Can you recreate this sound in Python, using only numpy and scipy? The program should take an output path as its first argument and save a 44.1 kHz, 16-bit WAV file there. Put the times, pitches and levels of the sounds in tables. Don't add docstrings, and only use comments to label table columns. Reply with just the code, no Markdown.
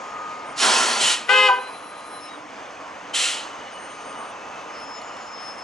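import sys
import numpy as np
from scipy import signal
from scipy.fft import rfft, irfft, next_fast_len
from scipy.io import wavfile
from scipy.ndimage import uniform_filter1d, map_coordinates

SR = 44100
rng = np.random.default_rng(int(sys.argv[2]) if len(sys.argv) > 2 else 0)


def magnitude_from_level(level_db):
    exponent = np.asarray(level_db, float) / 20
    return 10 ** exponent


def int16_out(signal):
    q = np.round(np.clip(np.atleast_2d(signal).T, -1, 1) * 32767)
    wavfile.write(sys.argv[1], SR, q.astype(np.int16))


N = 248349

# frequency in Hz, level in dB per Hz.
JET_COLOUR = [(880, -34), (1500, -0.5), (2090, -2.5), (3040, 1), (3990, -3), (4300, 0.5), (4640, -2),
              (6790, -3), (10900, -12), (14200, -53), (22000, -120)]
# frequency in Hz, level in dB per Hz.
ROAR_COLOUR = [(71, -54), (120, -35), (166, -47), (226, -4.5), (264, -14), (300, -7.5), (608, -2.5),
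               (955, -2.5), (1730, -11), (3500, -12.5), (4550, -34), (7700, -120)]
# opens in seconds, rise in seconds, shuts in seconds, peak in dB,
# fade in seconds for the first 10 dB.
JET_VENT = (0.552, .057, 1.11, -16.5, .045)
ROAR_VENT = (0.585, .036, 1.07, -20.5, .075)
# opens in seconds, rise in seconds, shuts in seconds, peak in dB,
# fade in seconds for the first 10 dB.
PUFFS = [
    (0.988, .016, 1.11, -20, .05),
    (3.131, .014, 3.21, -21.8, .15),
]
# frequency in Hz, level in dB per Hz.
PUFF_COLOUR = [(290, -30), (500, -9), (893, -22), (1080, -15), (1230, -8), (1350, -11.5), (1770, -5.5),
               (3000, 1.5), (3890, -4), (7700, -1.5), (10900, -9.5), (14200, -54), (22000, -120)]
# frequency in Hz, width in Hz, level in dB.
PIPE_RESONANCES = [(1375, 45, 13), (2980, 700, -0.5), (4100, 110, 3), (7350, 200, -8)]
# start in seconds, length in seconds, pitch in Hz,
# glide in Hz, level in dB.
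EDGE_TONES = [
    (1.0, .06, 2900, 250, -33),
    (1.055, .042, 3030, -230, -22.5),
    (3.133, .05, 3000, 550, -31),
    (5.07, .1, 2900, 0, -53),
]
# time in seconds, peak in dB, pitch in Hz, time to fall 60 dB in seconds.
THUDS = [
    (1.037, -32.5, 126, 0.062),
]
# frequency in Hz, likeness (0 to 1).
AIR_ALIKE = [(60, 0.66), (300, 0.99), (1000, 0.75), (4000, 0.93), (11000, 1)]
HORN_HZ = 416.5, 515.9
LOW_HORN_DB = [-37, -30.5, -27, -34.5, -40, -26, -25, -33, -37, -39, -42, -43, -42, -51, -49, -55, -41, -52,
               -46, -51, -49, -51, -52]
HIGH_HORN_DB = [-29, -34.5, -18.5, -22.5, -27, -28, -35, -44, -52, -58, -61, -64, -59, -59, -60, -63, -55,
                -66]
# frequency in Hz, width in Hz, boost in dB.
FLARE = (992, 50, 6)
RELAY_S = 1.284, 1.472
# start in seconds, length in seconds, pitch in Hz, glide in Hz, level in dB.
SQUEALS = [(.45, .15, 8863, 0, -60), (1.24, .3, 10060, -70, -57), (1.5, .28, 9975, 170, -57),
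           (1.76, .36, 10140, -70, -56), (2.1, .19, 10070, -170, -54), (1.56, .3, 8975, -50, -60),
           (1.86, .56, 8940, -70, -61), (1.75, .28, 9790, -35, -66), (1.58, .22, 4018, 4, -51),
           (1.81, .25, 4022, 4, -57), (2.04, .24, 4035, -45, -52), (2.28, .08, 3845, -35, -50),
           (2.06, .18, 5322, -8, -62), (2.205, .095, 5315, -14, -49), (3.71, .27, 8850, 40, -56),
           (3.97, .36, 8888, 12, -56), (4.72, .33, 5275, 0, -48), (5.04, .23, 5275, 0, -54),
           (4.83, .53, 6985, 0, -56), (5.26, .5, 5275, 0, -44), (4.76, .16, 9135, 0, -65),
           (5.4, .26, 9145, 0, -61), (.3, .3, 2140, 0, -53), (4.2, .72, 2620, 0, -55)]
# time in seconds, level in dB.
FAN_LEVEL = [(0, -43), (.2, -37), (.46, -43.5), (.6, -44), (1.8, -48), (2.3, -47), (2.7, -76), (3.3, -48),
             (3.6, -57), (4.1, -43), (4.5, -49.5), (4.85, -48.5), (5.05, -51), (5.4, -53), (5.63, -48)]
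# time in seconds, peak in dB, ring in Hz.
TICKS = [
    (1.878, -55, 8400),
    (1.93, -55, 8300),
    (4.80, -48, 10650),
    (5.017, -36, 4300),
    (5.022, -52, 10600),
    (5.169, -39, 3600),
    (5.59, -49, 7600),
]
# delay in seconds, level in dB.
FACADES = [(.05, -16), (.098, -19.5), (.135, -34.5), (0.206, -27.5)]
# frequency in Hz, time to fall 60 dB in seconds.
SQUARE_FADE = [(300, 0.66), (1000, 0.35), (3000, 0.4), (10000, 0.27)]
# time in seconds, engine level in dB.
TRAFFIC = [(0, -37), (.45, -35.5), (1.75, -39), (2.1, -40), (2.6, -37.5), (3.1, -37), (4.0, -36.5),
           (4.33, -35.5), (4.8, -37.5), (5.63, -37.5)]
# frequency in Hz, level in dB per Hz.
ENGINE_COLOUR = [(15, -73), (25, -25), (113, -18), (154, -17), (287, -8), (383, -13), (434, -7), (616, -5),
                 (1080, -2.5), (1190, -4.5), (1530, -9), (2570, -22), (3500, -32.5), (4550, -90),
                 (7700, -120)]
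# frequency in Hz, level in dB per Hz.
TYRE_COLOUR = [(1060, -28), (1800, -2.5), (2360, -1.5), (2560, -2.5), (2770, -3.5), (3940, -12.5),
               (5210, -12.5), (5790, -13), (6290, -13.5), (7150, -17), (10900, -33), (14200, -59),
               (22000, -120)]
# frequency in Hz, width in Hz, level in dB, loudest at in seconds,
# spread in seconds.
DRONES = [
    (293.3, 33, -52, 3.03, 0.7),
    (2956, 62, -55.5, 3.8, 1),
    (6350, 160, -57, 3.4, 0.67),
    (6330, 530, -58.5, 4.75, .8),
    (6620, 360, -61, .2, .5),
]
# frequency in Hz, likeness (0 to 1).
STREET_ALIKE = [(60, 0.99), (300, 1), (1000, 0.77), (4000, 0.91), (11000, 0.71)]
# frequency in Hz, left minus right in dB.
STREET_LEAN = [(60, -0.5), (170, -0.5), (480, -1.0), (1370, -1.5), (3900, 3.5), (11100, 2.5)]
# frequency in Hz, lead of the left in radians.
PORT_LEAD = [(0, 0), (430, 0.63), (1460, 0.76), (5430, 0.41), (5860, 0.38), (7410, 0.42), (11200, 0.92)]

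TANK_DB_PER_S, PUFF_DB_PER_S = 26, -8
FADE_CURVE = 1.6
CONTACT_S, CONTACT_DB = 0.0061, -15
SPIN_UP_S, FLAT_START = 0.009, 0.055
SAG_PER_S, RING_OUT_S = 1.8, 0.031
TILT_DB, DULL_DB = -1.5, 140
FREE_RING_DB, FREE_RING_S = 7, 0.012
FAN_HZ, FAN_SLOWS_HZ_PER_S = 1240.5, 3.3
TYRES_DB, TYRES_FOLLOW = -46, 0.58
TOP_HZ = 11050


def unit(x):
    return x / np.sqrt(np.mean(x ** 2) + 1e-20)


def along(points, hz):
    f, values = np.transpose(points)
    return np.interp(np.log(hz + 1), np.log(f + 1), values)


def curve(rows):
    s, values = np.transpose(rows)
    return np.interp(np.arange(N) / SR, s, values)


def wobble(rate):
    knots = rng.standard_normal(int(N * rate / SR) + 4)
    return map_coordinates(knots, [np.arange(N) * rate / SR], order=2)


def filtered(x, response):
    m = next_fast_len(N + 8192)
    spectrum = rfft(x, m) * response(np.fft.rfftfreq(m, 1 / SR))
    return irfft(spectrum, m)[..., :N]


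def pan(db):
    return magnitude_from_level(np.array([[db / 2], [-db / 2]]))


def rush(gain, alike, patchy_db):
    z = signal.stft(rng.standard_normal((2, N)), nperseg=512)[2]
    patches = uniform_filter1d(rng.standard_normal(z.shape[1:]), 4, 0)
    patches = unit(uniform_filter1d(patches, 10, 1))
    pair = signal.istft(z * magnitude_from_level(patchy_db * patches), nperseg=512)[1][:, :N]

    def middle_and_side(hz):
        angle = np.arccos(np.clip(along(alike, hz), -1, 1)) / 2
        return gain(hz) * [np.cos(angle), np.sin(angle)]

    mid, side = filtered(pair, middle_and_side)
    return unit(np.array([mid + side, mid - side]))


def whistle(start, length, hz, glide_hz, db, blur_hz, beads, edge=0.37):
    t = np.arange(round(length * SR)) / SR
    knots = rng.standard_normal((3, 2000))
    blur, beat, fuzz = (map_coordinates(k, [t * rate], order=2) for k, rate in zip(knots, (45, 45, 330)))
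    pitch = hz + glide_hz * t / length + blur_hz * blur
    phase = 2 * np.pi * np.cumsum(pitch) / SR
    swell = np.abs(np.sin(np.pi * t / length)) ** edge
    out = np.zeros(2 * N)
    out[round(start * SR):][:len(t)] = magnitude_from_level(db + 4) * swell * (1 + beads * beat + 0.19 * fuzz) * np.sin(phase)
    return out[:N]


def vent(opens, rise, shuts, peak_db, fade, loss_db):
    t = np.arange(N) / SR
    opening = 1 - np.exp(-(np.clip(t - opens, 0, None) / rise) ** 2)
    held = np.clip(t - opens - rise, 0, shuts - opens)
    fade_db = 10 * (np.clip(t - shuts, 0, None) / fade) ** FADE_CURVE
    return peak_db + 20 * np.log10(opening + 1e-6) - loss_db * held - fade_db


def pipe(hz):
    return 1 + sum(magnitude_from_level(db) / np.abs(1 + 2j * (hz - centre) / width) for centre, width, db in PIPE_RESONANCES)


def air_blast(flutter):
    jet_db = vent(*JET_VENT, loss_db=TANK_DB_PER_S)
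    roar_db = vent(*ROAR_VENT, loss_db=TANK_DB_PER_S)
    jet = rush(lambda hz: magnitude_from_level(along(JET_COLOUR, hz)), AIR_ALIKE, patchy_db=-2.0)
    roar = rush(lambda hz: magnitude_from_level(along(ROAR_COLOUR, hz)) * pipe(hz), AIR_ALIKE, patchy_db=0.5)
    return magnitude_from_level(jet_db) * jet * flutter + magnitude_from_level(roar_db) * roar


def valve_puffs(flutter):
    flow = sum(magnitude_from_level(vent(*p, loss_db=PUFF_DB_PER_S)) for p in PUFFS)
    puff = rush(lambda hz: magnitude_from_level(along(PUFF_COLOUR, hz)) * pipe(hz), AIR_ALIKE, patchy_db=-1.0)
    treble = filtered(puff, lambda f: 1 / (1 + (5500 / (f + 1)) ** 4))
    weak = np.clip((-23 - 20 * np.log10(flow + 1e-9)) / 16, 0, 1)
    puff = puff - 0.56 * weak * treble
    edge_tones = sum(whistle(*e, blur_hz=60.5, beads=0.13) for e in EDGE_TONES)
    return flow * puff * flutter + edge_tones


def air():
    flutter = magnitude_from_level(0.35 * wobble(980))
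    return air_blast(flutter) * pan(-1.3) + valve_puffs(flutter) * pan(-0.7)


def horn():
    on_s, off_s = RELAY_S
    on = slice(round(on_s * SR), round((off_s + 0.1) * SR))
    t = np.arange(on.stop - on.start) / SR
    after = np.clip(t - (off_s - on_s), 0, None)
    share = 1 - FLAT_START * np.exp(-(t / (2 * SPIN_UP_S)) ** 2) - SAG_PER_S * after
    tilt_db = TILT_DB - DULL_DB * SAG_PER_S * after
    free_ring_db = FREE_RING_DB * (1 - np.exp(-after / FREE_RING_S))
    closed = np.clip((t - CONTACT_S) / 0.0019, 0, 1)
    onset_db = 20 * np.log10(1e-3 + np.clip(t / 0.0013, 0, 1))
    db = CONTACT_DB * (1 - closed) + onset_db - 10 * (after / RING_OUT_S) ** 3.7
    flare_hz, flare_width, flare_boost = FLARE
    sound = np.zeros(len(t))
    for hz, levels in zip(HORN_HZ, (LOW_HORN_DB, HIGH_HORN_DB)):
        pitch = hz * share * (1 + 0.0019 * wobble(60.18)[on])
        phase = 2 * np.pi * np.cumsum(pitch) / SR
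        for k, level in enumerate(levels, start=1):
            flare_db = flare_boost / (1 + (2 * (k * pitch - flare_hz) / flare_width) ** 2)
            colour_db = level + tilt_db * np.log2(max(k * hz, 800) / 1200) + flare_db
            if k == 2:
                colour_db = colour_db + free_ring_db
            waver_db = 2.6 * np.sin(2 * np.pi * rng.uniform(3.4, 24.3) * t + rng.uniform(0, 2 * np.pi))
            sound += magnitude_from_level(colour_db + 3.0 + waver_db) * np.sin(k * phase + rng.uniform(0, 2 * np.pi))
    rattle_colour = [(300, -37), (1500, -5), (5000, -6), (11000, -24)]  # Hz, dB
    rattle = filtered(rng.standard_normal(N), lambda f: magnitude_from_level(along(rattle_colour, f)))
    sound = magnitude_from_level(db) * (sound + magnitude_from_level(-35.5) * unit(rattle)[on])
    out = np.zeros(N)
    out[on] = 0.86 * np.tanh(sound / 0.82)
    return out


def square(x, wet_db):
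    hz, t, z = signal.stft(rng.standard_normal((2, SR * 3 // 4)), SR, nperseg=256)
    fading = magnitude_from_level(-60 * t / along(SQUARE_FADE, hz)[:, None])
    tail = signal.istft(z * fading, SR, nperseg=256)[1]
    tail *= magnitude_from_level(wet_db) / np.linalg.norm(tail[0])
    tail[1] = 0.94 * tail[0] + 0.41 * tail[1]
    for s, db in FACADES:
        tail[:, round(s * SR)] += magnitude_from_level(db)
    wet = signal.fftconvolve(x[None], tail, axes=1)[:, :N]

    def facade_colour(f):
        peak = 1 + 2.2j * f * 120 / (1020 ** 2 - f * f + 1j * f * 120)
        return peak / (1 + 1j * f / 8000)

    return filtered(wet, facade_colour)


def brakes():
    return sum(whistle(*row, blur_hz=8.0, beads=0.38) for row in SQUEALS) * pan(5.7)


def fan():
    seconds = N / SR
    tone = whistle(0, seconds, FAN_HZ, -FAN_SLOWS_HZ_PER_S * seconds, 0, blur_hz=1.45, beads=0.11, edge=0.011)
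    return tone * magnitude_from_level(curve(FAN_LEVEL) + 0.87 * wobble(9.7)) * pan(2.9)


def ticks():
    out = np.zeros(N + SR)
    t = np.arange(4000) / SR
    for s, db, hz in TICKS:
        click = 0.8 * magnitude_from_level(-60 * t / 0.006) * rng.standard_normal(len(t))
        ring = magnitude_from_level(-60 * t / 0.015) * np.sin(2 * np.pi * hz * t)
        out[round(s * SR):][:len(t)] += magnitude_from_level(db) * (ring + click)
    for s, db, hz, t60 in THUDS:
        thud = magnitude_from_level(db - 60 * t / t60) * np.sin(2 * np.pi * hz * t)
        out[round(s * SR):][:len(t)] += thud * (1 - np.exp(-t / 0.0033))
    return out[:N]


def street():
    engine_db = curve(TRAFFIC)
    tyre_db = TYRES_DB + TYRES_FOLLOW * (engine_db - engine_db.mean())
    engines = rush(lambda hz: magnitude_from_level(along(ENGINE_COLOUR, hz)), STREET_ALIKE, patchy_db=1.0)
    tyres = rush(lambda hz: magnitude_from_level(along(TYRE_COLOUR, hz)), STREET_ALIKE, patchy_db=1.5)
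    wash = magnitude_from_level(engine_db + 0.8 * wobble(12)) * engines
    wash += magnitude_from_level(tyre_db + 0.9 * wobble(9)) * tyres
    t = np.arange(N) / SR
    for centre, width, db, loudest, spread in DRONES:
        hum = filtered(rng.standard_normal(N), lambda f: 1 / (1 + (2 * (f - centre) / width) ** 2))
        passing_db = -3.7 * ((t - loudest) / spread) ** 2
        wash += magnitude_from_level(db + 2.1 * wobble(3.84) + passing_db) * unit(hum)
    return filtered(wash, lambda f: magnitude_from_level(along(STREET_LEAN, f) * [[0.5], [-0.5]]))


def scene():
    jets = air()
    toot = horn()
    echoes = square(toot + magnitude_from_level(-2) * jets.mean(axis=0), wet_db=-4)
    return jets + toot * pan(5.5) + echoes + brakes() + fan() + ticks() + street()


def band_limit(x):
    return signal.sosfilt(signal.butter(12, 11660, fs=SR, output="sos"), x)


def record(dry):
    bent = dry - 0.018 * dry ** 2 - 0.027 * dry ** 3

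    def microphone(f):
        ports = np.exp(1j * along(PORT_LEAD, f) * np.array([[0.5], [-0.5]]))
        top = np.sin(np.pi / 2 * np.clip((TOP_HZ + 60 - f) / 160, 0, 1)) ** 2
        weak_bass = 1j * f / (60 + 1j * f)
        return ports * top * weak_bass

    return band_limit(filtered(bent, microphone))


dry = scene()
out = record(dry)
int16_out(out)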